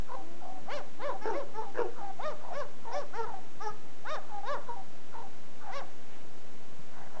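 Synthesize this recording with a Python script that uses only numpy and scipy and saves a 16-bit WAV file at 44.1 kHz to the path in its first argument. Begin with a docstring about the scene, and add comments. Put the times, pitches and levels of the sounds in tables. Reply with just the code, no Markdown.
"""An open dirt yard with metal shelters, across which dogs call. A near dog yaps in clean arches of pitch,
a second answers lower, a big one gives two gruff barks, another yelps far off and others whine faintly.
Each voice is a source and a filter: vocal folds and puffs of breath excite the resonances of the throat.
The shelters throw the near calls back. Under them lie faint outdoor air, microphone hiss, two scuffs on
the dirt and three soft bumps on the camera."""
import sys
import numpy as np
from scipy import signal
from scipy.fft import rfft, irfft
from scipy.io import wavfile

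SR = 44100
rng = np.random.default_rng(int(sys.argv[2]) if len(sys.argv) > 2 else 0)


def unload_audio(sound):
    """Save the sound as a 16-bit wav file, at the path given as the first command line argument."""
    columns = np.transpose(np.atleast_2d(sound))
    # keep every value between -1 and 1, then stretch to whole-number steps
    steps = np.round(np.clip(columns, -1, 1) * 32767)
    wavfile.write(sys.argv[1], SR, steps.astype(np.int16))


N = 317520

# spectrum of the steady hiss: f/Hz, relative level/dB
HISS_SPECTRUM = [(30, -15), (70, -13), (110, -5.5), (200, -2.5), (400, -5), (700, -7), (1200, -13),
                 (2000, -15.5), (3200, -19), (4800, -23), (6500, -22.5), (8400, -27.5)]
# bumps on the camera: t/s, f/Hz, level/dB, decay time/s
CAMERA_BUMPS = [(3.276, 140, -40, .0056), (3.703, 130, -43, .0093), (6.792, 168, -40, .011)]
# scuffs on the dirt: t/s, duration/s, level/dB
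DIRT_SCUFFS = [(6.081, 0.114, -60), (6.174, 0.064, -61)]
# reflections from ground, wall and shelters: delay/s, relative level/dB
REFLECTIONS = [(0.0093, -34), (.027, -16.5), (.066, -19.5), (.081, -30.5)]
# their gain as the camera turns toward the big shelter: t/s, gain/dB
REFLECTION_GAIN = [(0, 2.5), (3, -4), (4.2, -2.5), (4.55, 2.5), (6, 2)]
# throat responses of the whining, yelping, big and near dogs, the first two dulled by distance:
# f/Hz, gain/dB
WHINE_TRACT = [(200, -16), (350, -8), (700, -16.5), (2000, -43), (8000, -66)]
YELP_TRACT = [(250, -44), (450, -9.5), (620, 6), (780, 8), (980, 1), (1200, -15), (1550, -19), (2000, -28),
              (3000, -43), (4100, -27), (5000, -49), (8000, -59.5)]
GRUFF_TRACT = [(200, -15), (340, 15.5), (500, 12), (680, 8.5), (880, 9.5), (1150, -3.5), (1500, -8.5),
               (2000, -24.5), (2600, -11), (3300, -32), (4700, -30), (5700, -23.5), (8000, -52.5)]
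YAP_TRACT = [(400, 4), (800, 15.5), (1300, 5.5), (1750, 0), (2050, -5), (2350, -8), (2950, -10.5),
             (3300, -12), (3700, -8.5), (4050, -15), (4450, -14), (4800, -17.5), (5500, -16.5),
             (6500, -23.5), (8000, -31)]
# filter for breath passing the teeth: f/Hz, gain/dB
TEETH_RESPONSE = [(300, -60), (2200, -29.5), (3200, -17), (4200, -5), (4850, -1), (5500, 5), (6300, -4.5),
                  (8000, -1.5)]
# distant whines: start/s, end/s, first pitch/Hz, last pitch/Hz, level/dB
FAR_WHINES = [(.17, .42, 305, 350, -51), (.45, .7, 255, 300, -55), (.93, 1.17, 285, 345, -54),
              (1.97, 2.13, 325, 355, -54)]
# far yelps: start/s, break/s, end/s, cry pitch/Hz, note pitch/Hz, cry glide/fraction of pitch,
# cry level/dB, cry fade/dB (negative swells), note level/dB, roughness (0-1), jaw resonance/dB,
# accent time/s, accent/dB, huff level/dB
FAR_YELPS = [(0.089, 0.161, .233, 474, 388.5, 0.077, -45, -2, -46, 0.34, 4, .125, 2, -58),
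             (0.413, 0.507, .6, 367.7, 371.4, -0.0048, -45, 1, -48.5, 0.44, -15, .5, 5, -62),
             (1.072, 1.138, 1.18, 487, 385, -.019, -43, -1, -41.5, 0.31, -8, 1.1, 4, -58),
             (1.613, 1.661, 1.715, 470.4, 397, 0.014, -42.5, 5.5, -44.5, 0.16, -10, 1.622, 1, -61),
             (1.972, 2.026, 2.12, 441, 393.4, -0.077, -47.5, -2.5, -39, 0.31, 8, 1.988, 1.7, -52),
             (2.415, 2.502, 2.551, 465, 362.4, 0.024, -48.5, -0.5, -42, 0.69, 5, 2.455, 1.9, -62),
             (2.844, 2.93, 2.991, 460, 376, 0.035, -49.5, -8.5, -38, 0.49, 6.5, 2.882, 6, -60.5),
             (3.262, 3.335, 3.398, 437, 379, -0.027, -42, 3.5, -45, 0.38, 7.5, 3.342, 4.5, -54.5),
             (4.29, 4.334, 4.415, 424, 403.3, -0.03, -55.5, -11, -41.5, 0.13, 6.5, 4.385, 6.5, -58),
             (4.683, 4.761, 4.821, 466.5, 387.5, 0.046, -39, 7.5, -44.5, 0.15, -3, 4.704, 7, -52.5),
             (5.137, 5.233, 5.281, 460.6, 389.5, 0.067, -45.5, 3.5, -48, 0.4, 6.5, 5.18, 2.5, -57),
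             (5.625, 5.686, 5.722, 405, 384.4, -0.0082, -54, -10, -43, .45, 15, 5.703, 3, -53.5),
             (6.932, 6.987, 7.09, 450, 388, 0.015, -64, -7, -55, 0.83, 23.5, 7.02, 1, -62),
             (7.111, 7.141, 7.22, 420, 310.3, 0, -52, 5, -49.5, .88, 16, 7.18, 0, -60)]
# gruff barks, one path of points each: t/s, pitch/Hz, level/dB, jaw resonance/dB
GRUFF_PATHS = [
    [(1.236, 402, -54, 5), (1.25, 409.6, -46, 9), (1.257, 423.3, -35, 3), (1.286, 417, -34.5, 5.5),
     (1.297, 409, -45, 10.5), (1.31, 397.3, -37, 4), (1.335, 386, -36, 1.5), (1.355, 331, -38, -5),
     (1.378, 320, -47, -10)],
    [(1.738, 449.4, -53, 8), (1.765, 493.6, -40.5, 12), (1.78, 505, -35.5, 5), (1.796, 502, -27.5, -0.5),
     (1.826, 463.7, -30.5, 1), (1.836, 432, -41.5, -3), (1.848, 384, -35, -10), (1.864, 362, -37, -22),
     (1.876, 352, -46.5, -22), (1.895, 320, -58, -21)],
]
# near yaps: top of the arch/s, lead-in/s, top pitch/Hz, rise/s, fall/s, base roughness (0-1),
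# fundamental/dB, second harmonic/dB, its dip/dB, overtones/dB, their edge above 2 kHz/dB,
# edge fade/(dB/s), muzzle ring/dB, shrill resonance/dB, jaw ring on the climb/dB, rising flare/dB,
# falling flare/dB, pop/dB, hiss/dB
NEAR_YAPS = [(.752, 0.096, 583.4, 0.094, 0.085, 0.32, -37, -42, 7, -52, 7, -7.5, -4.5, -5, 7, 8, 10, 1.5, -57.5),
             (1.069, 0.085, 577.4, 0.099, 0.08, 0.32, -33.5, -41.5, 6.5, -52.5, 0, 79, 4, -2, 9.5, 5.5, 2, 7, -67),
             (1.275, 0.068, 446.4, .17, 0.22, 0.24, -38.5, -42.5, 0, -56.5, -5, 47, -12.5, 10.5, 7.5, -3, 1, 12, -61),
             (1.382, 0.064, 585.4, .1, .082, 0.32, -34, -41.5, 11, -55.5, -1.5, 109, 0.5, 1, 9, 9, -1, 2, -63.5),
             (1.59, .056, 437, .16, 0.17, 0.38, -41.5, -46, -11.5, -58, -17, 43, 2, 18.5, 7, 0, -3.5, 6, -70.5),
             (2.277, 0.1, 615.5, 0.11, 0.085, 0.3, -34, -39.5, 1.5, -53.5, 0.5, 69, 2, 1, 7, 9, 3, -7, -61.5),
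             (2.591, 0.084, 584, 0.1, 0.092, 0.26, -35, -43, 4.5, -53.5, -1.5, 84, 2.5, 7, 10, 4.5, 3.5, 5, -63.5),
             (2.981, .075, 586, 0.12, .088, .2, -33, -42.5, 6, -54, -0.5, 77, 4, 11.5, 8, 7, -1, 4.5, -56),
             (3.19, .062, 459.5, .1, 0.216, 0.25, -36.5, -44, -7, -51.5, -5, 40, -12, 5, 3.5, 4, 6, 3, -64.5),
             (3.648, 0.05, 439, .1, 0.23, 0.14, -41.5, -42, 0.5, -51.5, -10, 30.5, 1, 17, 7.5, 2, 3.5, 8, -65),
             (4.128, .087, 614.5, 0.099, 0.075, 0.12, -38, -39, -.5, -46, -4, 15, 8.5, 5, 7, 9.5, 11, 0.5, -54.5),
             (4.521, 0.094, 581, .11, 0.073, 0.08, -35, -38, -2, -49.5, -1, 40, 6.5, 3, 4.5, 9.5, 3, 3, -62.5),
             (5.769, 0.084, 575, 0.088, 0.078, 0.2, -42, -43, 0, -50.5, 1.5, 23, -2, 0, 6, 8, 13.5, -4, -57)]

# resonances: centre/Hz, width/Hz
LOW_THROAT, HOLLOW, HUFF = (770, 70), (1780, 150), (1270, 320)
OPEN_JAW, HALF_OPEN_JAW = (1850, 485), (2120, 330)
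MUZZLE_RING, MUZZLE_RASP, MUZZLE_SHRILL = (3660, 200), (5300, 940), (5600, 900)


def gain_of(db):
    """Amplitude ratio of a level in decibels."""
    return 10 ** (np.asarray(db) / 20)


def unit_rms(x):
    """Normalisation to unit mean power."""
    return x / np.sqrt(np.mean(x ** 2) + 1e-20)


def hump(x, centre, width):
    """Gaussian curve, one at its centre."""
    return np.exp(-((x - centre) / width) ** 2)


def response(spectrum, hz):
    """Gain of a (f/Hz, gain/dB) curve, interpolated in log frequency."""
    f, db = np.transpose(spectrum)
    return gain_of(np.interp(np.log(hz + 1), np.log(f + 1), db))


def coloured(x, spectrum):
    """Linear filtering by a (f/Hz, gain/dB) curve."""
    return irfft(rfft(x) * response(spectrum, np.fft.rfftfreq(len(x), 1 / SR)), len(x))


def band(x, centre_hz, width_hz):
    """Band-pass filtering: the part of x inside one resonance."""
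    return irfft(rfft(x) * hump(np.fft.rfftfreq(len(x), 1 / SR), centre_hz, width_hz), len(x))


def wander(size, hz):
    """Random modulation: noise of about unit rms, low-passed at hz."""
    padded = size + SR // 4
    f = np.fft.rfftfreq(padded, 1 / SR)
    return unit_rms(irfft(rfft(rng.standard_normal(padded)) / (1 + (f / hz) ** 4)))[:size]


def swelled(x, rise_s, fall_s):
    """Amplitude envelope with a quarter-sine attack and release."""
    t = np.arange(len(x)) / SR
    attack = np.sin(np.pi / 2 * np.minimum(t / rise_s, 1))
    release = np.sin(np.pi / 2 * np.minimum(t[::-1] / fall_s, 1))
    return x * attack * release


def add(mix, start_s, sound):
    """Superposition of a sound on the mix."""
    part = mix[round(start_s * SR):][:len(sound)]
    part += sound[:len(part)]


def air(hiss_db=-53.5):
    """Broadband noise: steady hiss, and a low murmur of wind that swells a little and slowly drops."""
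    hiss = gain_of(hiss_db) * unit_rms(coloured(rng.standard_normal(N), HISS_SPECTRUM))
    wind_spectrum = [(40, -32.5), (150, -4.5), (280, 2.5), (600, -10.5), (2000, -47), (8000, -68)]
    wind = unit_rms(coloured(rng.standard_normal(N), wind_spectrum))
    trend_db = np.interp(np.arange(N) / SR, [0, 2, 4, 7.2], [-64, -59.5, -67.5, -68.5])
    return hiss + wind * gain_of(trend_db + 2.5 * wander(N, 5))


def bumps():
    """Damped oscillation: each knock excites one low mode of the camera body."""
    out, t = np.zeros(N), np.arange(SR // 10) / SR
    for start, hz, db, decay in CAMERA_BUMPS:
        add(out, start, gain_of(db) * np.sin(2 * np.pi * hz * t) * np.exp(-t / decay))
    return out


def scuffs(grains_per_s=1500):
    """Shot noise: grit crunches underfoot as a train of random impulses."""
    out = np.zeros(N)
    for start, duration, db in DIRT_SCUFFS:
        size = round(duration * SR)
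        grit = rng.standard_normal(size) * (rng.random(size) < grains_per_s / SR)
        crunch = unit_rms(band(grit, centre_hz=1800, width_hz=1800))
        add(out, start, gain_of(db) * swelled(crunch, rise_s=.038, fall_s=.04))
    return out


def reverberation(x, t60, dull_hz, taps_per_s=2500):
    """Diffuse reflection from fences and sheds: sparse, dull echoes of random sign decay exponentially."""
    t = np.arange(SR) / SR
    taps = rng.choice([-1., 1.], SR) * (rng.random(SR) < taps_per_s / SR)
    taps *= (t > .006) * gain_of(-60 * t / t60)
    pole = np.exp(-2 * np.pi * dull_hz / SR)
    tail = signal.lfilter([1 - pole], [1, -pole], taps / np.linalg.norm(taps))
    return signal.fftconvolve(x, tail)[:N]


def echoes(x):
    """Specular reflection: hard faces around the yard return delayed copies, the middle tones best."""
    out = np.zeros(N)
    for delay, db in REFLECTIONS:
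        add(out, delay, gain_of(db) * x)
    out *= gain_of(np.interp(np.arange(N) / SR, *np.transpose(REFLECTION_GAIN)))
    return coloured(out, [(300, 2.5), (600, 4.5), (1150, 0), (1750, 4), (2600, -7), (6000, -17)])


def folds(hz, rough, tract, jitter, jitter_hz):
    """Glottal source: jittered harmonics, their frequencies, and air puffed once a cycle into the tract."""
    k = np.arange(1, 22)[:, None]
    cycles = np.cumsum(hz * (1 + jitter * rough * wander(len(hz), jitter_hz))) / SR
    puffs = (1 + 1.2 * np.cos(2 * np.pi * cycles)) * rng.standard_normal(len(hz))
    harmonics = np.sqrt(2) * np.cos(2 * np.pi * k * cycles + np.sqrt(k) * np.pi)
    breath = unit_rms(coloured(puffs, [(100, -44), (250, -21)] + list(tract[1:])))
    return harmonics, k * hz, breath


def call(path, tract):
    """Source-filter voice along a path of t/s, pitch/Hz, level/dB, roughness (0-1), jaw resonance/dB."""
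    times, *columns = np.transpose(path)
    t = np.arange(times[0], times[-1], 1 / SR)
    hz, db, rough, jaw_db = (np.interp(t, times, column) for column in columns)
    rough = np.clip(rough, 0, 1)
    harmonics, partial_hz, breath = folds(hz, rough, tract, jitter=.1202, jitter_hz=156.5)
    weight = response(tract, partial_hz)
    tone = (weight * harmonics).sum(0) / np.linalg.norm(weight, axis=0)
    tone *= 1 + .61 * rough * wander(len(t), 140)  # shimmer
    voice = np.sqrt(1 - rough ** 2) * tone + rough ** 1.2 * breath
    voice += (gain_of(jaw_db) - 1) * band(voice, *OPEN_JAW)
    return times[0], swelled(gain_of(db) * voice, rise_s=.012, fall_s=.012)


def whine(row, rough=.05, fade_db=7):
    """Nearly periodic vibration of the folds: a soft rising tone that swells and fades."""
    start, end, first_hz, last_hz, db = row
    path = [(start, first_hz, db - fade_db),
            ((start + end) / 2, (first_hz + 3 * last_hz) / 4, db),
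            (end, last_hz, db - fade_db)]
    return call([(*point, rough, 0) for point in path], WHINE_TRACT)


def huff(size, resonance):
    """Turbulent noise: a puff of air through one resonance of the muzzle."""
    return swelled(unit_rms(band(rng.standard_normal(size), *resonance)), rise_s=.0084, fall_s=.1)


def yelp(row, break_s=.0089, sag_per_s=.7, catch_db=7, note_fade_db=2):
    """Register break: a hoarse cry catches and jumps to a cleaner, usually lower note."""
    (start, split, end, cry_hz, note_hz, glide, cry_db, cry_fade_db, note_db,
     rough, jaw_db, accent_s, accent_db) = row
    t = np.linspace(start, end, 80)
    corners = [start, split - break_s / 2, split + break_s / 2, end]
    sag = sag_per_s * (end - split) / 2
    corner_hz = [cry_hz * (1 - glide), cry_hz * (1 + glide), note_hz * (1 + sag), note_hz * (1 - sag)]
    hz = np.interp(t, corners, corner_hz)
    hz *= 1 + .25 * np.exp((start - t) / .01)  # slides onto its pitch from above
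    clear_db = accent_db * hump(t, accent_s, .009)  # an accent is a moment of clear voice
    db = np.interp(t, corners, [cry_db, cry_db - cry_fade_db, note_db, note_db - note_fade_db])
    db += clear_db - catch_db * hump(t, split, break_s / 3)
    note_rough = rough ** 2.07
    hoarse = np.interp(t, corners, [rough, rough, note_rough, note_rough]) * gain_of(-clear_db)
    _, voice = call(list(zip(t, hz, db, hoarse, np.full(len(t), jaw_db))), YELP_TRACT)
    ragged_db = 1.8 * wander(len(voice), 60)
    return start, voice * gain_of(ragged_db)


def snarl(size, first_hz=1800, last_hz=850, width_hz=440):
    """Formant glide: a burst of turbulence through a resonance that falls as the jaw closes."""
    carrier = np.exp(2j * np.pi * np.cumsum(np.linspace(first_hz, last_hz, size)) / SR)
    noise = (carrier * (wander(size, width_hz / 2) + 1j * wander(size, width_hz / 2))).real
    return swelled(noise * hump(np.arange(size) / SR, .052, .034), rise_s=.015, fall_s=.02)


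def gruff_bark(path, cycles_per_throb=4.5, mid_rough=.3, mid_depth=.5):
    """Subharmonic modulation: loose throat flesh chops the voice to a growl, clearing as the jaw shuts."""
    times, hz, db, jaw_db = np.transpose(path)
    progress = (times - times[0]) / (times[-1] - times[0])
    rough = np.interp(progress, [0, .5, .75], [.55, mid_rough, .06])
    start, voice = call(list(zip(times, hz, db, rough, jaw_db)), GRUFF_TRACT)
    size = len(voice)
    t = start + np.arange(size) / SR
    throb_hz = np.interp(t, times, hz) / cycles_per_throb * (1 + .06 * wander(size, 60))
    depth = mid_depth * np.interp(t, times, rough) / mid_rough
    growl = (1 + depth * np.cos(2 * np.pi * np.cumsum(throb_hz) / SR)) / np.sqrt(1 + depth ** 2 / 2)
    sound = growl * (voice + gain_of(-40.5) * snarl(size) + gain_of(-76) * huff(size, MUZZLE_RASP))
    return start, coloured(sound, [(200, -12), (330, 0)])  # the mouth radiates little below the voice


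def yap(row, slack_pitch=.52, wobble=.018, swell_db=28, shut_db_per_s=150, breath_db=8):
    """Fold tension sets pitch: it arches, clean when taut, and sweeps the harmonics through resonances."""
    (top_s, lead, top_hz, rise, fall, rough, first_db, second_db, dip_db, overtone_db, edge_db,
     edge_fade, ring_db, shrill_db, climb_db, rise_flare_db, fall_flare_db, pop_db, hiss_db) = row
    t = np.arange(-lead, .074, 1 / SR)  # zero at the top of the arch
    size = len(t)
    arch = hump(t, 0, np.where(t < 0, rise, fall))
    slack = np.minimum(2 * (1 - arch), 1)
    hz = top_hz * (arch ** 6 + slack_pitch ** 6) ** (1 / 6)  # slack folds bottom out
    hz *= 1 + wobble * (.5 + 2 * slack) * wander(size, 36)
    crack = hump(t, .036, .014)  # the voice cracks on the way down
    rough = rough + .5 * slack ** 3 + .25 * crack
    harmonics, partial_hz, breath = folds(hz, rough, YAP_TRACT, jitter=.036, jitter_hz=124)
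    # the fundamental swells, later when the pitch falls slowly, then briefly gives way
    swell_s = .004 + .13 * (fall - rise)
    give_db = 2.5 * hump(t, swell_s + .033, .0092)
    first_gain = gain_of(first_db - swell_db * (1 - hump(t, swell_s, .058)) - give_db)
    # the second harmonic flares in the lowest resonance, dips just after the top, then pops
    flare_db = np.where(t < 0, rise_flare_db, fall_flare_db) * hump(partial_hz[1], *LOW_THROAT)
    dip, pop = hump(t, .004, .018), hump(t, .026, .0092)
    shut_db = shut_db_per_s * np.maximum(t - .032, 0)  # the closing mouth damps all overtones
    second_gain = gain_of(second_db - dip_db * dip - shut_db - 10 * slack + flare_db + pop_db * pop)
    # higher overtones need taut folds and light up in the resonances of jaw and muzzle
    overtone_gain = gain_of(overtone_db - shut_db - 17 * slack ** 2)
    treble = 1 / (1 + (2000 / partial_hz) ** 16)
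    colour_db = (treble * (edge_db - edge_fade * t - 22 * slack ** 2)
                 + ring_db * hump(partial_hz, *MUZZLE_RING)
                 + (shrill_db + 2 * crack) * hump(partial_hz, *MUZZLE_SHRILL)
                 - 2.5 * dip * hump(partial_hz, *HOLLOW)
                 + climb_db * hump(t, -.031, .022) * hump(partial_hz, *HALF_OPEN_JAW))
    # they flutter as the head moves; the highest break into rasp, more so from near the top
    flutter_db = 3.2 * np.array([wander(size, 35) for _ in harmonics])
    weight = response(YAP_TRACT, partial_hz) * gain_of(colour_db + flutter_db)
    rasp_hz = np.interp(t, [-.03, .005], [7400, 5600])
    rasp = np.clip((partial_hz / rasp_hz) ** 6, 0, .75)
    harmonics *= np.sqrt(1 - rasp ** 2) + rasp * np.array([wander(size, 220) for _ in harmonics])
    voice = first_gain * harmonics[0]
    voice += second_gain * gain_of(1.5 * wander(size, 30)) * harmonics[1]
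    voice += overtone_gain * ((weight * harmonics)[2:].sum(0) + gain_of(breath_db) * rough * breath)
    # air hisses past the teeth at the height of the effort
    spurts = gain_of(hiss_db + 3 * wander(size, 70)) * hump(t, .004, .028)
    voice += spurts * unit_rms(coloured(breath, TEETH_RESPONSE))
    voice *= gain_of(2.6 * rough * wander(size, 70))  # slack folds also shake in loudness
    return top_s - lead, swelled(voice, rise_s=.024, fall_s=.014)


def scene():
    """Reflection: near dogs have distinct echoes and a long faint tail, far dogs a short, dull tail."""
    near, far = np.zeros(N), np.zeros(N)
    for row in NEAR_YAPS:
        add(near, *yap(row))
    for path in GRUFF_PATHS:
        add(near, *gruff_bark(path))
    for *row, huff_db in FAR_YELPS:
        start, cry = yelp(row)
        add(far, start, cry)
        add(far, start - .018, gain_of(huff_db) * huff(SR // 10, HUFF))  # a huff opens each yelp
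    for row in FAR_WHINES:
        add(far, *whine(row))
    near = near + echoes(near) + gain_of(-16) * reverberation(near, t60=.81, dull_hz=3460)
    far = far + gain_of(-10.5) * reverberation(far, t60=.44, dull_hz=3000)
    return (near + far + air() + bumps() + scuffs())[None]


def record(dry, offset=-.073, cutoff_hz=8150):
    """DC offset and band limiting: the small camera's converter rests off centre and loses high treble."""
    low_pass = signal.firwin(161, cutoff_hz, window=("kaiser", 8), fs=SR)
    return signal.oaconvolve(dry + offset, low_pass[None], "same")


dry = scene()
out = record(dry)
unload_audio(out)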